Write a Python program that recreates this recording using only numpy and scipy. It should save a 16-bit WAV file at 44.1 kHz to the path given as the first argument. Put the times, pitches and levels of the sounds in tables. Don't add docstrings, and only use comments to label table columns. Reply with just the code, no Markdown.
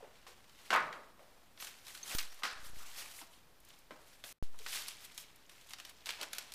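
import sys
import numpy as np
from scipy import signal
from scipy.fft import rfft, irfft
from scipy.io import wavfile

SR = 44100
rng = np.random.default_rng(int(sys.argv[2]) if len(sys.argv) > 2 else 0)


def unload_audio(sound):
    columns = np.transpose(np.atleast_2d(sound))
    steps = np.round(np.clip(columns, -1, 1) * 32767)
    wavfile.write(sys.argv[1], SR, steps.astype(np.int16))


def boost_factor(decibels):
    exponent = np.asarray(decibels, float) / 20
    return 10 ** exponent


N = 288414
SILENCE_START_S, SILENCE_END_S = 4.327, 4.4256


def rms_one(x):
    return x / np.sqrt(np.mean(x ** 2) + 1e-20)


def at_hz(points, hz):
    points = np.array(points)
    return np.interp(np.log(hz), np.log(points[:, 0]), points[:, 1])


def coloured(x, spectrum):
    hz = np.fft.rfftfreq(N, 1 / SR) + 1
    return rms_one(irfft(rfft(x) * boost_factor(at_hz(spectrum, hz)), N))


def band_pass(x, low, high):
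    return signal.sosfilt(signal.butter(2, [low, high], "band", fs=SR, output="sos"), x)


def high_pass(x, hz):
    return signal.sosfilt(signal.butter(2, hz, "high", fs=SR, output="sos"), x)


def drift(rate_hz):
    r = np.exp(-2 * np.pi * rate_hz / SR)
    wander = signal.lfilter([1], [1, -2 * r, r * r], rng.standard_normal(N + SR))
    return rms_one(wander[SR:])


def grains(per_s, spread_db):
    sizes = boost_factor(spread_db * np.minimum(rng.exponential(1, N), 5)) * rng.choice([-1, 1], N)
    return rms_one(sizes * (rng.random(N) < per_s / SR))


def film_bands(x):
    # f/Hz, level/dB per Hz
    film = [(71, -46), (120, -33), (221, -13.5), (416, -12), (691, -5.5), (1170, -4.5), (1590, 6.5),
            (1870, -7), (2870, 2), (12200, -9), (15600, -11)]
    anchors = np.log([700, 3000, 10000])
    edges = 130 * 2 ** np.arange(0, 7.1, .5)
    for k, (low, high) in enumerate(zip(edges, edges[1:])):
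        hz = np.sqrt(low * high)
        band = band_pass(x[k % 2], low, high)
        near = [np.interp(np.log(hz), anchors, one) for one in np.eye(3)]
        anchor_db = sum(share * at_hz(film, np.exp(a)) for share, a in zip(near, anchors))
        yield band * boost_factor(at_hz(film, hz) - anchor_db) * (-1) ** k, near[0], near[2]


def thuds():
    # t/s, f/Hz, level/dB, t60/s
    hollows = [(.004, 685, -51.5, 0.077), (.022, 470, -54.5, 0.36), (.024, 790, -57, 0.12),
               (.28, 422, -61.5, 0.27), (.706, 330, -38.5, 0.056), (0.801, 152, -57, .5),
               (1.2, 600, -63.5, 0.79), (2.151, 1050, -41, .03), (2.44, 1550, -45.5, 0.69),
               (2.446, 4640, -44.5, 0.37), (.735, 2120, -36.5, 0.29), (2.801, 1310, -58, .5),
               (3.215, 272, -58, .1), (3.91, 255, -57.5, 0.19), (4.6, 486, -59, 0.13)]
    half_width = 0.17
    out, age = np.zeros(N), np.arange(SR // 2) / SR
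    for s, hz, level_db, t60 in hollows:
        noise = rng.standard_normal(len(age))
        cluster = rms_one(band_pass(noise, hz * (1 - half_width), hz * (1 + half_width)))
        out[round(s * SR):][:len(age)] += boost_factor(level_db - 60 * age / t60) * cluster
    return out


def panel():
    # t/s, peak level/dB, centre f/Hz
    knocks = [(0.023, -46, 617), (0.045, -45, 453), (0.266, -39.5, 875), (.705, -21, 1470),
              (.728, -16, 1320), (.740, -19, 1920), (0.75, -19, 1190), (.761, -17.5, 1200),
              (0.773, -21.5, 1800), (.927, -30, 1840), (1.194, -43, 570), (2.421, -35.5, 1220),
              (2.436, -29, 1450), (2.452, -27.5, 1600), (3.214, -38, 920), (3.908, -31.5, 370.4),
              (4.24, -39, 570), (4.543, -45, 904), (4.662, -32, 1870)]
    # f/Hz, level/dB per Hz
    sheet_metal = [(88, -64), (150, -38.5), (397, -17), (428, -10.5), (524, -6), (630, -6.5), (885, -6.5),
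                   (1020, -3), (1590, -4.5), (1720, -8.5), (1860, -7), (4270, -22.5), (6000, -34),
                   (7800, -59.5), (13200, -120)]
    shimmer = coloured(rng.standard_normal(N), sheet_metal)
    out, age = np.zeros(N), np.arange(SR // 4) / SR
    decay = boost_factor(-60 * age / 0.19) + 1.99 * boost_factor(-60 * age / 0.028)
    for s, peak_db, hz in knocks:
        i = round(s * SR)
        body = shimmer[i:i + len(age)] * decay
        spot = band_pass(body, hz / 1.51, hz * 1.48)
        out[i:i + len(age)] += boost_factor(peak_db - 21) * (0.8 * body + 0.84 * spot)
    return high_pass(out, 260)


def handling():
    # peak t/s, level/dB, rise/s and fall/s over 20 dB, brightness/dB
    sheet_moves = [(.17, -67.5, 0.89, 1, -9), (.70, -60, 0.33, .03, -2), (1.622, -49.5, 0.042, 0.23, 1.5),
                   (1.883, -54, 0.081, 0.48, 1.5), (2.075, -50.5, 0.033, 0.34, 5),
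                   (2.143, -44.5, 0.14, 0.035, -3), (2.23, -56.5, 0.061, 0.057, 1),
                   (2.40, -59, 0.28, 0.14, -4), (.58, -64.5, .1, .3, -7), (2.671, -55, 0.12, 0.11, 2),
                   (2.791, -54.5, .1, 0.5, 0), (2.9, -60, 0.23, 0.18, 2), (3.12, -62, .2, .2, -0.5),
                   (1.79, -67, 0.15, .2, 1), (3.001, -46, 0.12, 0.14, 1), (3.205, -53, 0.22, 0.069, 5.5),
                   (3.335, -63.5, 0.092, 0.17, 1), (3.704, -62, .11, 0.23, -4.5),
                   (3.806, -71, 0.14, 0.066, 2), (4.096, -64.5, 0.2, 0.55, 0)]
    # peak t/s, level/dB, rise/s and fall/s over 20 dB, brightness/dB
    tape_moves = [(4.53, -88, 0.19, 0.092, -8), (4.757, -41, 0.14, 0.15, 5), (4.904, -54, 0.16, 0.071, 8),
                  (5.049, -64, 0.087, 0.056, 14), (5.198, -54.5, 0.07, 0.093, 8.5),
                  (5.724, -55.5, 0.083, 0.087, 2), (5.62, -66, 0.074, 0.084, 5), (5.8, -58, .06, .1, -2),
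                  (5.9, -56.5, 0.27, 0.042, -3), (6.0, -64.5, .4, 0.24, -4),
                  (6.096, -43.5, 0.04, 0.14, -2.5), (6.226, -46.5, 0.065, 0.097, -13),
                  (6.338, -52, 0.034, 0.33, 1), (6.398, -54.5, 0.16, .14, -10.5),
                  (6.528, -63, 0.13, .2, -1)]
    # t/s, level/dB, fall/s, dull part/dB, bright part/dB
    shakes = [(0.029, -73.5, 0.1, 20, -11), (.27, -57, .2, -9, -6), (.707, -40.5, 0.18, 4.5, -16),
              (0.731, -38, 0.059, 1, -24), (.93, -62, .25, 7, -12), (1.19, -71.5, 1, 3.5, -4),
              (2.186, -35, 0.066, -17.5, -10), (2.436, -42.5, 0.21, -7.5, -14), (3.914, -63, 0.14, 6, -6),
              (4.244, -56.5, 1, -9.5, 3.2), (4.427, -58, 0.092, -13, -3), (4.59, -59.5, 0.16, -10, -13),
              (4.664, -49, 0.79, -14.5, -6.5), (5.495, -66.5, .9, -4, -1), (6.062, -56, 0.37, -17, -3)]
    # level/dB of the middle, dull and bright parts
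    still = [-90, -86, -81.5]
    moves = []
    for rows, base_dull_db, base_bright_db in [(sheet_moves, -8.5, -1.8), (tape_moves, -12, -6.5)]:
        for s, db, rise, fall, tilt in rows:
            dull_db = base_dull_db - 0.78 * tilt
            moves.append((s, db, rise, fall, dull_db, base_bright_db + tilt))
    for s, db, fall, dull_db, bright_db in shakes:
        moves.append((s, db, 0.0033, fall, dull_db, bright_db))

    t = np.arange(0, N + 32, 32) / SR
    power = boost_factor(np.array(still)[:, None] + 0 * t) ** 2
    lingers = np.array([[1], [1.5], [0.75]])
    for s, db, rise, fall, dull_db, bright_db in moves:
        rising = (s - t) / max(rise, .002)
        falling = (t - s) / (max(fall, .01) * lingers)
        part_db = db + np.array([[0], [dull_db], [bright_db]])
        same_scene = (t < SILENCE_END_S) | (s > SILENCE_START_S)
        power = power + same_scene * boost_factor(part_db - 20 * np.maximum(rising, falling)) ** 2
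    return [np.interp(np.arange(N) / SR, t, 10 * np.log10(p)) for p in power]


def crinkles(level_db):
    flips = grains(per_s=1200 * boost_factor(3.0 * drift(18)), spread_db=3.5)
    pitch_of_flip = rng.integers(0, 20, N)
    out = np.zeros(N)
    for k, hz in enumerate(np.geomspace(2100, 9000, 20)):
        r, w = boost_factor(-60 * hz / (14.0 * SR)), 2 * np.pi * hz / SR
        struck = flips * (pitch_of_flip == k) + 1e-18
        out += signal.lfilter([.5, 0, -.5], [1, -2 * r * np.cos(w), r * r], struck)
    return rms_one(out) * boost_factor(level_db - 5.5)


def rustle():
    level_db, dull_db, bright_db = handling()
    creases = grains(per_s=6000, spread_db=2.0)
    source = 0.65 * creases + 0.62 * rng.standard_normal((2, N))
    shared, patches = drift(36), [drift(21) for k in range(3)]
    out = crinkles(level_db)
    for k, (band, dull, bright) in enumerate(film_bands(source)):
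        flicker_db = 1.66 * shared + 1.12 * patches[k % 3]
        middle = 1 - dull - bright
        worked_db = middle * (level_db + 5.0) + dull * (dull_db + 10.5) + bright * (bright_db + 1.5)
        out = out + band * boost_factor(flicker_db + worked_db)
    return out


def snaps():
    # t/s, peak level/dB, bright part/dB relative
    creases = [(.2668, -42.5, -20), (.4419, -49, -18), (.4943, -49, -12), (.7043, -19.5, -23.5),
               (.7312, -22, -27), (.9273, -37, -19), (1.5753, -41.5, -27), (1.6008, -36, -17),
               (1.6234, -29, -25), (1.646, -36, -2), (1.67, -37, -12), (1.689, -52, -2.5),
               (1.8677, -40, -8), (1.8806, -39, -13), (1.9495, -37.5, -8), (1.9749, -43, -8),
               (2.0303, -52.5, -2), (2.149, -30, -3), (2.1839, -23.5, -7), (2.205, -44, -12),
               (2.228, -35, -10.5), (2.3261, -42.5, -14), (2.4339, -20, -20), (2.4514, -27, -18),
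               (2.7861, -52, -9), (3.2141, -38, -18), (3.9095, -50, -32), (4.2388, -31, -16)]
    # t/s, peak level/dB, bright part/dB relative
    peels = [(4.589, -42.5, -4), (4.608, -56, -15), (4.663, -27.5, -29), (4.748, -30.5, -13),
             (4.8828, -32.5, -2), (5.1457, -57, 6), (5.1776, -33.5, -4), (5.241, -51, -20),
             (5.4949, -41.5, -12), (5.6116, -49, -7), (5.689, -45, -13), (5.7069, -40, -9),
             (5.7344, -29.5, -13), (5.7853, -37.5, -15), (5.7997, -32.5, -16), (5.8501, -36, -9.5),
             (5.893, -45, -9), (6.0586, -30.5, -11.5), (6.068, -30.5, -13), (6.0906, -22, -20),
             (6.1054, -28, -12), (6.2128, -30, -8), (6.2302, -29.5, -8), (6.3315, -27.5, -7.5),
             (6.3829, -26.5, -5.5), (6.5206, -37.5, -4.5), (6.5375, -39, -2)]
    t60_s, snap_dull_db = 0.032, -13
    envelope, crack, dull_db, bright_db = np.zeros((4, N))
    for rows in [creases, peels]:
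        for s, peak_db, high_db in rows:
            i = round(s * SR)
            age = np.arange(min(N - i, SR // 8)) / SR
            envelope[i:i + len(age)] += boost_factor(peak_db - 1.0 - 60 * age / t60_s)
            crack[i] = boost_factor(peak_db + 9)
            dull_db[i:], bright_db[i:] = snap_dull_db, high_db - 2.5
    crackle = .5 * grains(per_s=12000, spread_db=2.0) + 0.83 * rng.standard_normal(N)
    burst = crack + envelope * crackle
    return sum(band * boost_factor(dull * dull_db + bright * bright_db)
               for band, dull, bright in film_bands([burst, burst]))


def ticks():
    # t/s, peak level/dB
    glue = [(0.7372, -32), (0.76, -34), (2.148, -34), (2.3433, -42.5), (3.6027, -49), (3.649, -46),
            (3.688, -45), (3.7883, -48), (4.0766, -51), (4.2487, -49), (4.6284, -46), (5.0244, -47),
            (5.0485, -34.5), (5.3595, -46.5), (5.6725, -51), (5.6945, -43), (5.8955, -38), (6.2494, -46),
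            (6.3494, -38)]
    starts = np.zeros(N)
    starts[[round(s * SR) for s, db in glue]] = boost_factor(np.array(glue)[:, 1] - 7.0)
    envelope = signal.lfilter([1], [1, -boost_factor(-60 / (0.028 * SR))], starts)
    return high_pass(envelope * rng.standard_normal(N), 5500)


def tinks():
    # t/s, f/Hz, peak level/dB, t60/s
    metal_parts = [(1.6, 6360, -47.5, 0.055), (1.6, 12200, -47.5, 0.1), (1.688, 14500, -53, .06),
                   (2.03, 6340, -43.5, 0.084), (2.03, 4350, -51, .06), (2.15, 14600, -36, .1),
                   (2.153, 10900, -60, .15), (2.153, 6100, -48, 0.088), (2.172, 14461, -44, .08),
                   (2.2, 14400, -52, .1), (2.305, 5600, -58, 0.18)]
    # t/s, f/Hz, peak level/dB, t60/s
    jolt = [
        (2.1503, 274, -24.5, 0.0077),
    ]
    out, age = np.zeros(N), np.arange(SR // 3) / SR
    for s, hz, peak_db, t60 in [*metal_parts, *jolt]:
        ring = boost_factor(peak_db - 60 * age / t60) * np.sin(2 * np.pi * hz * age)
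        out[round(s * SR):][:len(age)] += ring
    return out * boost_factor(6.0 * drift(80))


def closet(x):
    # f/Hz, t60/s
    decay = [(150, 1), (600, 0.61), (2000, 0.44), (6000, 0.38), (15000, .2)]
    age, edges = np.arange(SR) / SR, 100 * 2 ** np.arange(0, 7.4, .5)
    tail = np.zeros(SR)
    for low, high in zip(edges, edges[1:]):
        band = band_pass(rng.standard_normal(SR), low, high)
        tail += band * boost_factor(-60 * age / at_hz(decay, low))
    tail = tail * (age > .003)
    return signal.fftconvolve(x, tail / np.sqrt(np.sum(tail ** 2)))[:N]


def scene():
    cracks, metal, rings = snaps() + ticks(), panel(), tinks()
    room = closet(boost_factor(-11.5) * cracks + boost_factor(-9.0) * metal + boost_factor(-26) * rings)
    return (rustle() + thuds() + cracks + metal + rings + room)[None]


def top_cut(x):
    return signal.sosfilt(signal.butter(12, 15730, fs=SR, output="sos"), x)


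def record(dry):
    # f/Hz, level/dB per Hz
    hiss_colour = [(12, -34), (20, -7), (30, -5.5), (64, -12), (405, -16.5), (1070, -20), (2160, -23),
                   (4970, -26.5), (6390, -31), (13200, -31.5), (15600, -29)]
    drop_s, drop_db, climb_s, step_s = 2.151, -9.0, 2.529, .0342
    offset, coupling_s, rest = -.037, .108, -.0006
    t = np.arange(N) / SR
    climbed = np.clip(np.floor((t - climb_s) / step_s) + 1, 0, 8) / 8
    gain = np.where(t > drop_s, boost_factor(drop_db * (1 - climbed)), 1)
    hiss = boost_factor(-66.5) * coloured(rng.standard_normal(N), hiss_colour) * gain
    live = (t < SILENCE_START_S) | (t > SILENCE_END_S)
    jumps = np.diff(gain, prepend=1) + (np.diff(live * 1., prepend=1) > 0)
    thump = signal.lfilter([offset / 8], [1, -7 / 8], jumps)
    thump = signal.lfilter([1], [1, -np.exp(-1 / (coupling_s * SR))], thump)
    fading = hiss * ~live * boost_factor(-11 - 70 * np.abs(t - SILENCE_START_S)) * (t < 4.385)
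    treble_limit = signal.cheby2(10, 50, 16080, fs=SR, output="sos")
    taped = signal.sosfilt(treble_limit, (dry + hiss + thump + rest) * live + fading)
    return top_cut(taped)


dry = scene()
out = record(dry)
unload_audio(out)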